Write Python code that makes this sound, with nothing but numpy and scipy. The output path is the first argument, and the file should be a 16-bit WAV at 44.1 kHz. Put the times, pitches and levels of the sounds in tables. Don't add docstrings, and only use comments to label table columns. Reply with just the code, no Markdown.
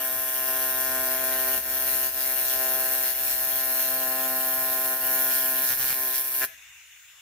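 import sys
import numpy as np
from scipy import signal
from scipy.fft import rfft, irfft
from scipy.io import wavfile
from scipy.ndimage import uniform_filter1d

SR = 44100
rng = np.random.default_rng(int(sys.argv[2]) if len(sys.argv) > 2 else 0)


def put_to_file(sound):
    columns = np.atleast_2d(sound).T
    safe = np.clip(columns, -1, 1)
    whole_steps = np.round(safe * 32767)
    wavfile.write(sys.argv[1], SR, whole_steps.astype(np.int16))


def volts_from_db(level):
    exponent = np.asarray(level, float) / 20
    return 10 ** exponent


N = 317949
T = np.arange(N) / SR

CYCLE_HZ, STRIKE_S, OUT_S = 130.33, .0041, 6.452
REVERSE_SHARE = .4
POOL_DB, BITE_DB = -39, -28.5

# [t/s, pool fullness/dB, flip bite/dB]
BURN = [(0.0, -40, -30.5), (0.32, -42, -30.5), (0.5, -37.5, -29), (1.0, -35.5, -29.5), (1.55, -37, -27.5),
        (1.8, -39.5, -27.5), (2.4, -42, -28.5), (2.65, -36.5, -28), (2.95, -39.5, -27.5), (3.3, -43, -28.5),
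        (3.8, -39, -27.5), (4.2, -36, -30), (4.55, -38, -28), (4.95, -38, -28.5), (5.1, -36.5, -26.5),
        (5.5, -39, -27.5), (6.05, -40.5, -30), (6.4, -45, -29)]
# [t/s, depth/dB, recovery/s]
ROD_CHOKES = [(0.74, 1, 0.019), (1.19, 2, .05), (1.62, 8.5, .08), (2.12, 8, 0.037), (3.15, 4.5, 0.03),
              (3.38, 1, 0.045), (4.99, 3.5, 0.052), (5.77, 6, 0.027), (5.95, 3, 0.016), (6.24, 4, 0.045),
              (6.31, 3.5, 0.028)]
# [t/s, level/dB, half length/s]
POOL_SPITS = [(0.857, 1.5, .05), (2.22, 2, .03), (2.49, 3, 0.049), (3.076, 2.5, .05), (3.317, 3.5, 0.035),
              (3.61, 1.5, 0.027), (3.836, 2.5, 0.072), (5.35, 3.5, 0.053), (5.698, 5.5, 0.055),
              (5.814, 5.5, .03), (5.9, 5.5, 0.042), (6.156, 5, .03)]
LAYER_FOLLOWS = {"drone": (0.13, 1, 0, 1.26, -0.84, 7), "ring": (-0.9, 0.82, 0.36, 1.12, .1, 15.5),
                 "rasp": (-3, 0.1, 0.66, 0.77, 1.15, 4.5), "crack": (10.5, .01, 1, 0.89, 0.15, -1)}
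# [t/s, extra direct level/dB]
ARC_EXPOSED = [(0, 0.5), (2.5, 2.5), (3.9, 1.5), (4.2, 1), (5.0, 1), (5.95, 4), (6.25, 3), (6.4, 4.5)]
# [multiple of the cycle/1, level/dB]
PART_RING = [(1, -25.5), (2, -9), (3, -10), (4, -10), (5, -0.5), (6, -5.5), (7, -17), (8, -7.5), (9, -22),
             (10, -11.5), (11, -3.5), (12, -6), (13, -3.5), (14, -4), (15, -12.5), (16, -20), (17, -14),
             (18, -12), (19, -13), (20, -11), (21, -14.5), (22, -21.5)]
# [f/Hz, level/dB]
CRACK_SPECTRUM = [(1650, -52.5), (2800, -20), (3550, -18), (3930, -21.5), (4220, -13.5), (4700, -21.5),
                  (5390, -12), (7770, -21), (9710, -5), (10400, -11.5), (11800, 1.5), (14500, -1.5),
                  (15600, -1)]
# [f/Hz, level/dB per Hz]
SIZZLE_SPECTRUM = [(40, -17), (180, -21.5), (450, -18.5), (1100, -19), (1600, -7.5), (2600, -13),
                   (4600, -13), (8000, -11.5), (10000, -4.5), (12500, -1.5), (15500, -4)]
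# [f/Hz, likeness/1]
SIZZLE_LIKENESS = [(60, 1), (1200, 1), (2000, 0.42), (3000, 0.16), (15000, 0.074)]
# [f/Hz, level/dB per Hz]
GAS_SPECTRUM = [(24, -47), (40, -27), (69, -12), (317, -41), (1220, -19), (1520, -9), (2840, -4.5),
                (3140, -14.5), (3560, -6), (4030, -18), (4680, -23), (5050, -16), (6980, -15),
                (9410, -22.5), (15500, -16)]
# [f/Hz, likeness/1]
GAS_LIKENESS = [(60, 0.97), (240, 0.89), (950, 0.88), (3770, 0.27), (15000, -0.096)]
# [middle t/s, half length/s, level/dB]
HUM_RISES = [
    (0.18, .08, -68),
    (0.75, 0.38, -62),
    (1.75, 0.59, -58),
    (3.3, 0.37, -60),
    (4.1, .4, -68),
    (5.8, 0.16, -59),
    (6.4, .2, -73),
]
# [t/s, peak level/dB, f/Hz, t60/s]
ROD_TOUCHES = [
    (1.576, -47, 200, 0.15),
]
# [start t/s, length/s, first strike/dB, right microphone overload/dB]
RESTRIKES = [
    (5.635, 0, -14, -17),
    (5.705, .032, -13, -16.5),
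    (5.773, 0, -4, -14),
    (5.797, .032, -7, -17),
    (5.84, .009, -18, -19),
    (5.864, .032, -10, -27),
    (5.904, .024, -8, -15.5),
]
# [f/Hz, left minus right level/dB]
PAIR_TILT = [(60, 1.5), (130, -2), (290, 1), (640, 2), (1410, 1.5), (3100, 1.5), (6820, -0.5), (15000, 4)]


def evened(x):
    return x / np.sqrt(np.mean(x ** 2) + 1e-20)


def read(points, hz):
    f, value = np.transpose(points)
    return np.interp(np.log(hz + 1), np.log(f + 1), value)


def curve(rows, column):
    rows = np.array(rows)
    return np.interp(T, rows[:, 0], rows[:, column])


def bump(s, half_s):
    return np.exp(-((T - s) / half_s) ** 2)


def wander(hz, count):
    steps_s = np.arange(0, T[-1] + 1, .01)
    f = np.geomspace(.12, hz, 16)[:, None]
    phase = f * steps_s + rng.random((count, 16, 1))
    waves = np.sin(2 * np.pi * phase) / np.sqrt(f)
    return np.array([np.interp(T, steps_s, evened(w)) for w in waves.sum(1)])


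def band(x, lo_hz, hi_hz):
    sos = signal.butter(4, [lo_hz, min(hi_hz, .49 * SR)], "bandpass", fs=SR, output="sos")
    return signal.sosfilt(sos, x)


def coloured(points):
    log_gain = np.log(volts_from_db(read(points, abs(np.fft.fftfreq(4096, 1 / SR)))))
    return np.fft.ifft(np.exp(np.conj(signal.hilbert(log_gain)))).real[:1024]


def clicks(s, size):
    at = np.asarray(s)[:, None] * SR
    index = np.floor(at).astype(int) + np.arange(-16, 17)
    pulses = size[:, None] * np.sinc(index - at) * np.hanning(33)
    out = np.zeros(N + 64)
    np.add.at(out, np.clip(index, 0, N + 63), pulses)
    return out[:N]


def noise(points, same_points, patchy_db):
    frames, hz = N // 256 + 5, np.fft.rfftfreq(1024, 1 / SR)
    a, b, c, d, patches = rng.standard_normal((frames, 513, 5)).T
    patches = evened(uniform_filter1d(uniform_filter1d(patches, 12, 0), 14, 1))
    same = np.clip(read(same_points, hz), -1, 1)[:, None]
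    left = a + 1j * b
    right = same * left + np.sqrt(1 - same ** 2) * (c + 1j * d)
    z = np.array([left, right]) * volts_from_db(read(points, hz)[:, None] + patchy_db * patches)
    return evened(signal.istft(z, nperseg=1024, noverlap=768)[1][:, :N])


def echoes(near_t60_s, far_t60_s, far_db):
    length = SR // 3
    taps = np.zeros((2, length))
    at = np.arange(20, length - 20, 20) + rng.integers(0, 20, (2, (length - 21) // 20))
    np.put_along_axis(taps, at, rng.standard_normal(at.shape), 1)
    t = T[:length]
    taps *= volts_from_db(-60 * t / near_t60_s) + volts_from_db(far_db - 60 * t / far_t60_s)
    return taps / np.linalg.norm(taps, axis=1, keepdims=True)


def surroundings(x, direct_db, drift_hz):
    turn = 2 * np.pi * drift_hz * (T + 0.34 * wander(0.76, count=1)[0])
    out = volts_from_db(direct_db + curve(ARC_EXPOSED, 1)) * np.array([x, np.roll(x, 3)])
    for k in range(3):
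        share = np.sqrt(2 / 3) * np.cos(turn + 2 * np.pi * k / 3)
        out += signal.oaconvolve((share * x)[None], echoes(0.06, 0.34, -18), axes=1)[:, :N]
    return out


def level_db(layer):
    offset_db, pool, bite, choke, spit, flare_db = LAYER_FOLLOWS[layer]
    choked_db, spat_db = np.zeros((2, N))
    for s, db, recovery_s in ROD_CHOKES:
        onset_s = 0.033
        choked_db += db * np.where(T < s, bump(s, onset_s), np.exp(-abs(T - s) / recovery_s))
    for s, db, half_s in POOL_SPITS:
        spat_db += db * bump(s, half_s)
    flare_s, rise_s = 6.41, 0.0073
    flare = .5 + .5 * np.tanh((T - flare_s) / rise_s)
    steady_db = pool * (curve(BURN, 1) - POOL_DB) + bite * (curve(BURN, 2) - BITE_DB)
    return POOL_DB + offset_db + steady_db - choke * choked_db + spit * spat_db + flare_db * flare


def by_band(x, rasp_db, crack_db):
    rasp = evened(band(x, 2660, 8100))
    crack = evened(band(x, 8940, 17940))
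    return volts_from_db(level_db("rasp") + rasp_db) * rasp + volts_from_db(level_db("crack") + crack_db) * crack


def body():
    turns = (T - STRIKE_S) * CYCLE_HZ
    cycle_gain = volts_from_db(0.71 * rng.standard_normal(int(turns[-1]) + 2))
    uneven = cycle_gain[np.floor(turns + .3).astype(int)]
    drift = wander(5.0, count=len(PART_RING))
    chance = rng.standard_normal((len(PART_RING), 2, 2, 1))
    lag_s = np.array([[0], [3.4e-5]])
    smear = 0.83 / volts_from_db(curve(ARC_EXPOSED, 1))
    drone, ring = np.zeros((2, 2, N))
    for (k, db), slow, (side, both) in zip(PART_RING, drift, chance):
        if k < 10:
            target = drone
            edge = -2 * np.pi * k * REVERSE_SHARE - .6
        else:
            target = ring
            edge = 2.3 - 0.2 * (k - 10) + smear * both[0]
        phase = 2 * np.pi * k * (turns - CYCLE_HZ * lag_s) + edge
        wave = np.cos(phase + 0.0018 * k ** 2 * side + 0.29 * slow)
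        target += volts_from_db(db + 1.62 * slow + 0.041 * k * side) * wave
    tone = volts_from_db(level_db("drone")) * evened(drone) + volts_from_db(level_db("ring") - 0.34) * evened(ring)
    return tone * uniform_filter1d(uneven, 40)


def cracks():
    strike_s = STRIKE_S + np.arange(round((OUT_S - STRIKE_S) * CYCLE_HZ) + 1) / CYCLE_HZ
    late, size = rng.standard_normal((len(strike_s), 2, 2)).T
    reverse_s = strike_s + REVERSE_SHARE / CYCLE_HZ
    train = clicks(strike_s + 1.5e-6 * late[0], volts_from_db(1.3 * size[0]))
    train -= clicks(reverse_s + 1.5e-6 * late[1], volts_from_db(-10.0 + 1.1 * size[1]))
    return by_band(signal.oaconvolve(train, coloured(CRACK_SPECTRUM))[:N], rasp_db=-1.0, crack_db=1.5)


def sizzle():
    flare = 1 + np.exp(-((T - STRIKE_S) * CYCLE_HZ % 1) / 0.17)
    hiss = noise(SIZZLE_SPECTRUM, SIZZLE_LIKENESS, patchy_db=3.5) * flare
    low = volts_from_db(0.44 * (level_db("ring") + 42.0) - 48.5) * evened(band(hiss, 37, 2560))
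    return low + by_band(hiss, rasp_db=-1.5, crack_db=-8)


def gas():
    whistle_hz, rise_hz, settle_s, width_hz = 6340, 620, .17, 500
    cooling_s = np.maximum(T - OUT_S - .07, 0)
    hz = whistle_hz + rise_hz * (1 - np.exp(-cooling_s / settle_s))
    turn = np.exp(2j * np.pi * np.cumsum(hz) / SR)
    r = np.exp(-np.pi * width_hz / SR)
    fuzz = signal.lfilter([1 - r], [1, -r], rng.standard_normal((2, N)) / turn)
    whistle = (turn * fuzz).real
    flow = noise(GAS_SPECTRUM, GAS_LIKENESS, patchy_db=2.5) + volts_from_db(-7.5) * evened(whistle)
    return volts_from_db(-49.5 - 1.7 * np.maximum(T - OUT_S, 0)) * flow * volts_from_db([[.3], [-.3]])


def power_hum():
    level = volts_from_db(-81) + sum(volts_from_db(db) * bump(s, half_s) for s, half_s, db in HUM_RISES)
    hum = np.sqrt(2) * level * np.sin(np.pi * CYCLE_HZ * T + 0.88 * wander(6.0, count=1)[0])
    return hum * volts_from_db([[-.6], [.6]])


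def rod_touches():
    out = np.zeros(N)
    for s, db, hz, t60_s in ROD_TOUCHES:
        t = np.maximum(T - s, 0)
        out += volts_from_db(db - 60 * t / t60_s) * np.sin(2 * np.pi * hz * t)
    return out * volts_from_db([[-.6], [.6]])


def sputter():
    after_db, spread_db = -29, 3
    cycles, peak_db, overload_db = [], [], []
    chance = rng.standard_normal((len(RESTRIKES), 2, 8))
    for (start_s, length_s, first_db, push_db), luck in zip(RESTRIKES, chance):
        k = np.arange(round(length_s * CYCLE_HZ) + 1)
        cycles += list(round((start_s - STRIKE_S) * CYCLE_HZ) + k)
        peak_db += list(np.where(k == 0, first_db, after_db + spread_db * luck[0, k]))
        overload_db += list(push_db + spread_db * luck[1, k])
    s = STRIKE_S + np.array(cycles) / CYCLE_HZ
    snap = coloured(CRACK_SPECTRUM)
    crack = signal.oaconvolve(clicks(s, volts_from_db(peak_db) * volts_from_db(-7)), snap / abs(snap).max())[:N]
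    push = -np.hanning(14)
    overload = signal.oaconvolve(clicks(s + 7e-5, volts_from_db(overload_db)), push)[:N]
    return crack, overload


def scene():
    burning = np.clip((OUT_S - T) / 0.0033, 0, 1)
    crack, overload = sputter()
    direct_db = np.array([[-7.], [-3.]])
    bright = surroundings(cracks() * burning + crack, direct_db, drift_hz=.07)
    dull = (body() + sizzle()) * burning
    dull += volts_from_db(-9) * signal.oaconvolve(dull, echoes(0.08, 0.5, -8.5), axes=1)[:, :N]
    return bright + dull + overload * [[0], [1]] + gas() + power_hum() + rod_touches()


def roll_off(x):
    return signal.sosfilt(signal.butter(12, 16790, fs=SR, output="sos"), x)


def record(dry):
    edge_hz = 15620
    hz = np.fft.rfftfreq(N, 1 / SR)
    tilt = volts_from_db(np.outer([.5, -.5], read(PAIR_TILT, hz)))
    capsule = tilt / (1 + (hz / edge_hz) ** 300)
    return roll_off(irfft(rfft(dry) * capsule, N))


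dry = scene()
out = record(dry)
put_to_file(out)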